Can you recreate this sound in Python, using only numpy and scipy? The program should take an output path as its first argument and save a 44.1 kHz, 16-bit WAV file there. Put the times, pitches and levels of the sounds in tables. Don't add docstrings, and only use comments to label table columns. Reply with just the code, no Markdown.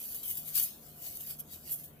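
import sys
import numpy as np
from scipy import signal
from scipy.io import wavfile
from scipy.ndimage import uniform_filter1d

SR = 44100
rng = np.random.default_rng(int(sys.argv[2]) if len(sys.argv) > 2 else 0)


def magnitude_from_level(level_db):
    exponent = np.asarray(level_db, float) / 20
    return 10 ** exponent


def master_out(mix):
    frames = np.transpose(np.atleast_2d(mix))
    ceiling = np.clip(frames, -1, 1)
    pcm = np.round(ceiling * 32767).astype(np.int16)
    wavfile.write(sys.argv[1], SR, pcm)


N = 88200

# f/Hz, level/dB
FAN_SPECTRUM = [(15, 4.5), (30, 4), (59, -7.5), (156, -1), (362, -5), (615, -8), (694, -7.5), (796, -16.5),
                (1500, -17.5), (1950, -25.5), (3300, -120)]
# f/Hz, level/dB
HISS_SPECTRUM = [(700, 8), (1500, 1), (3000, 2), (6000, -20), (10000, -12), (16000, -38)]
# f/Hz, likeness/1
PORT_LIKENESS = [(25, 1), (50, 0.84), (100, 0.95), (180, 0.89), (300, 0.88), (500, 0.52), (1500, 0.026)]
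# f/Hz, left-right/dB
PORT_LEAN = [(60, 6), (150, 9.5), (300, 3), (600, 1), (1500, 5.5)]
# t/s, level/dB
HUM_SWELL = [(0.0, -90), (0.06, -77), (0.15, -74), (0.38, -58.5), (0.63, -60), (0.75, -71.5), (0.95, -60),
             (1.15, -66.5), (1.39, -57.5), (1.5, -67.5), (1.78, -59), (2.0, -59)]
# f/Hz, width/Hz, level/dB
FAN_TONES = [
    (79, 11, -69.5),
    (222.1, 41, -68),
    (498, 1.9, -78.5),
    (698, 10.7, -75),
]
# t/s at the peak, level/dB, rise/(dB/s), fall/(dB/s), clatter weight/dB
SWISHES = [(0.11, -39, 15, 73, -1.5), (0.145, -35, 5000, 354, -2.5), (0.233, -40, 2500, 79, 1),
           (0.195, -59, 78, 126, 13), (0.299, -32.5, 265, 210, -5), (0.372, -36, 900, 234, -3),
           (0.483, -39, 226, 211, -0.5), (0.552, -27.5, 2237, 246, -5), (0.579, -29, 388, 168, 4),
           (0.632, -27.5, 300, 392, -10.5), (0.71, -52.5, 150, 105.5, 1.5), (0.877, -52, 68, 84, 3),
           (1.064, -39.5, 166, 96, 1.5), (1.168, -42, 403, 500, -0.5), (1.209, -39.5, 502, 238, 0),
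           (1.272, -42, 498, 210, -9), (1.308, -38, 195, 263, 0.5), (1.396, -38.5, 1203, 2505, -2.5),
           (1.402, -31.5, 3000, 2002, -6.5), (1.45, -59.5, 59, 36, 4), (1.536, -44.5, 308, 191, 3.5),
           (1.696, -42, 206, 301, 3.5), (1.722, -26.5, 798, 381, -10.5), (1.789, -44.5, 188, 146, -1.5),
           (1.837, -40.5, 5000, 504, -6)]
# t/s, level/dB
FOLD_KNOCKS = [(0.148, -32.5), (0.232, -46), (0.299, -45), (0.354, -35), (0.373, -37), (0.557, -23),
               (0.569, -23.5), (0.574, -23), (0.5806, -36), (0.584, -37), (0.598, -21), (0.611, -35),
               (0.627, -44.5), (0.632, -43), (1.023, -38), (1.044, -45), (1.067, -36), (1.154, -34.5),
               (1.171, -35), (1.209, -37), (1.23, -38), (1.276, -46), (1.309, -38), (1.411, -58),
               (1.521, -50), (1.698, -39), (1.709, -40), (1.72, -37), (1.729, -37), (1.741, -33.5),
               (1.759, -33), (1.84, -50), (1.858, -42)]
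# t/s, left-right/dB
SHEET_PLACE = [
    (0, 3.5),
    (.3, 10),
    (.56, 12.5),
    (.9, 8),
    (1.1, 7.5),
    (1.4, 5),
    (1.54, 10.5),
    (1.72, 2),
    (2, 18),
]
# f/Hz, level/dB
TICK_TONE = [(1500, -58), (4000, -26.5), (6000, -19), (8000, -18.5), (10000, -15), (13000, -15),
             (16500, -21)]
# f/Hz, level/dB
CLATTER_TONE = [(500, -35), (900, -26), (1800, -25), (3000, -13.5), (4500, -14.5), (7000, -15),
                (9500, -14.5), (13000, -27.5)]
# f/Hz, depth/dB
SHADING_DEPTH = [(1000, 0), (2000, 3.5), (6500, 3.5), (10000, 1.5), (12000, 0)]
# f/Hz, width/Hz, lift/dB
PORT_RINGS = [
    [(11507, 480, 15), (2700, 540, -7), (3970, 3300, -2.5)],
    [(11428, 317, 25), (2260, 1540, 1.5), (4750, 1300, 1)],
]


def evened(x):
    return x / np.sqrt(np.mean(x ** 2) + 1e-20)


def read(points, hz):
    f, value = np.transpose(points)
    return np.interp(np.log(hz + 1), np.log(f + 1), value)


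def colour(x, gain_db):
    log_gain = np.log(magnitude_from_level(np.r_[gain_db, gain_db[-2:0:-1]]))
    taps = np.fft.ifft(np.exp(np.conj(signal.hilbert(log_gain)))).real
    return signal.oaconvolve(x, taps[:1024])[:N]


def wash(spectrum, patch_db):
    frames, hz = N // 256 + 5, np.fft.rfftfreq(1024, 1 / SR)
    a, b, c, d, patches = rng.standard_normal((frames, 513, 5)).T
    patches = uniform_filter1d(patches, size=8, axis=0)
    patches = evened(uniform_filter1d(patches, size=14, axis=1))
    same = np.clip(read(PORT_LIKENESS, hz), -1, 1)[:, None]
    lean = magnitude_from_level(read(PORT_LEAN, hz) / 2)[:, None]
    left = a + 1j * b
    right = same * left + np.sqrt(1 - same ** 2) * (c + 1j * d)
    gain = magnitude_from_level(read(spectrum, hz)[:, None] + patch_db * patches)
    z = np.array([left * lean, right / lean]) * gain
    return evened(signal.istft(z, nperseg=1024, noverlap=768)[1][:, :N])


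def fan_tone(hz, width_hz, level_db):
    t = np.arange(N) / SR
    pole = np.exp(-np.pi * width_hz / SR)
    a, b = rng.standard_normal((N, 2, 2)).T
    drift = signal.lfilter([1], [1, -pole], a + 1j * b)
    drift = signal.lfilter([1], [1, -pole], drift)
    mix = drift + min(300 / hz, 1) * drift[::-1]
    return magnitude_from_level(level_db) * evened((mix * np.exp(2j * np.pi * hz * t)).real)


def machine():
    t = np.arange(N) / SR
    swell = magnitude_from_level(np.interp(t, *np.transpose(HUM_SWELL)) + 2)
    out = swell * np.sin(2 * np.pi * 149.7 * t) * magnitude_from_level([[1.2], [-1.2]])
    for hz, width_hz, level_db in FAN_TONES:
        out = out + fan_tone(hz, width_hz, level_db)
    return out + magnitude_from_level(-60) * wash(FAN_SPECTRUM, patch_db=0.97) + magnitude_from_level(-66) * wash(HISS_SPECTRUM, patch_db=3.8)


def room(x, t60_s=0.06):
    t = np.arange(SR // 2) / SR
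    onset = np.minimum(t / 0.0039, 1)
    tail = rng.standard_normal((len(t), 2)).T * magnitude_from_level(-60 * t / t60_s) * onset
    return signal.fftconvolve(x[::-1], tail / np.linalg.norm(tail[0]), axes=1)[:, :N]


def link_ticks(count=14, low_hz=1120, top_hz=16300, q=3.6):
    ticks_per_s, spread_db, clump_db, clump_s = 9000, 3.5, 1, 0.002
    shared = 0.09
    width = round(clump_s * SR)
    crowd = uniform_filter1d(rng.standard_normal(N), size=width)
    crowd = uniform_filter1d(crowd, size=width)
    clump = magnitude_from_level(clump_db * evened(crowd))
    t, out = np.arange(256) / SR, 0
    for hz in np.geomspace(low_hz, top_hz, count):
        chance, size = rng.random((2, 3, N))
        force = magnitude_from_level(-spread_db * np.log(size + 0.03))
        sign = np.sign(chance * SR % 2 - 1)
        hits = force * sign * (chance < ticks_per_s / SR)
        pair = np.sqrt(1 - shared) * hits[:2] + np.sqrt(shared) * hits[2]
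        ring = np.exp(-np.pi * hz / q * t) * np.cos(2 * np.pi * hz * t)
        ring = ring / np.linalg.norm(ring)
        out = out + np.sqrt(hz) * signal.oaconvolve(pair, ring[None], axes=1)[:, :N]
    return evened(out * clump)


def sheet_motion():
    t = np.arange(N) / SR
    bright = heavy = magnitude_from_level(-68.5) ** 2
    for s, level_db, rise, fall, weight_db in SWISHES:
        power = magnitude_from_level(level_db - np.where(t < s, rise * (s - t), fall * (t - s))) ** 2
        bright, heavy = bright + power, heavy + power * magnitude_from_level(weight_db) ** 2
    rise_s, fall_s, weight_db = 0.0004, 0.0018, -9
    for s, level_db in FOLD_KNOCKS:
        power = magnitude_from_level(level_db) ** 2 * np.exp(-np.where(t < s, (s - t) / rise_s, (t - s) / fall_s))
        bright, heavy = bright + power, heavy + power * magnitude_from_level(weight_db) ** 2
    return bright, heavy


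def link_sheet():
    t, hz = np.arange(N) / SR, np.fft.rfftfreq(2048, 1 / SR)
    bright, heavy = sheet_motion()
    pan = magnitude_from_level(np.interp(t, *np.transpose(SHEET_PLACE)) * np.array([[0.5], [-0.5]]))
    near = []
    for swarm in link_ticks() * pan:
        ticks = colour(swarm * np.sqrt(bright), read(TICK_TONE, hz) + 5)
        clatter = colour(swarm * np.sqrt(heavy), read(CLATTER_TONE, hz) + 5)
        near.append(ticks + clatter)
    near = np.array(near)
    return near + magnitude_from_level(-9) * room(near)


def shade(x):
    hz, t, z = signal.stft(x, SR, nperseg=1024, noverlap=768)
    patches = rng.standard_normal((len(t), len(hz))).T
    for _ in range(2):
        patches = uniform_filter1d(patches, size=4, axis=0)
        patches = uniform_filter1d(patches, size=7, axis=1)
    gain = magnitude_from_level(read(SHADING_DEPTH, hz)[:, None] * evened(patches))
    return signal.istft(z * gain, SR, nperseg=1024, noverlap=768)[1][:, :N]


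def scene():
    return shade(machine() + link_sheet())


def top_cut(x):
    return signal.sosfilt(signal.butter(12, 15835, fs=SR, output="sos"), x)


def record(dry):
    hz = np.fft.rfftfreq(2048, 1 / SR)
    lifted = []
    for x, port, top_db in zip(dry, PORT_RINGS, [19.5, 19]):
        rings = list(port) + [(15450, 1240, top_db)]
        lift_db = sum(db / (1 + ((hz - f) / width) ** 2) for f, width, db in rings)
        lifted.append(colour(x, lift_db))
    lifted = np.array(lifted)
    edge = signal.firwin(1501, 15510, window=("kaiser", 5), fs=SR)
    mix = signal.oaconvolve(lifted, edge[None], "same", axes=1) + magnitude_from_level(-43) * lifted
    mix = signal.lfilter(*signal.butter(2, 33, "high", fs=SR), mix)
    return top_cut(mix)


dry = scene()
out = record(dry)
master_out(out)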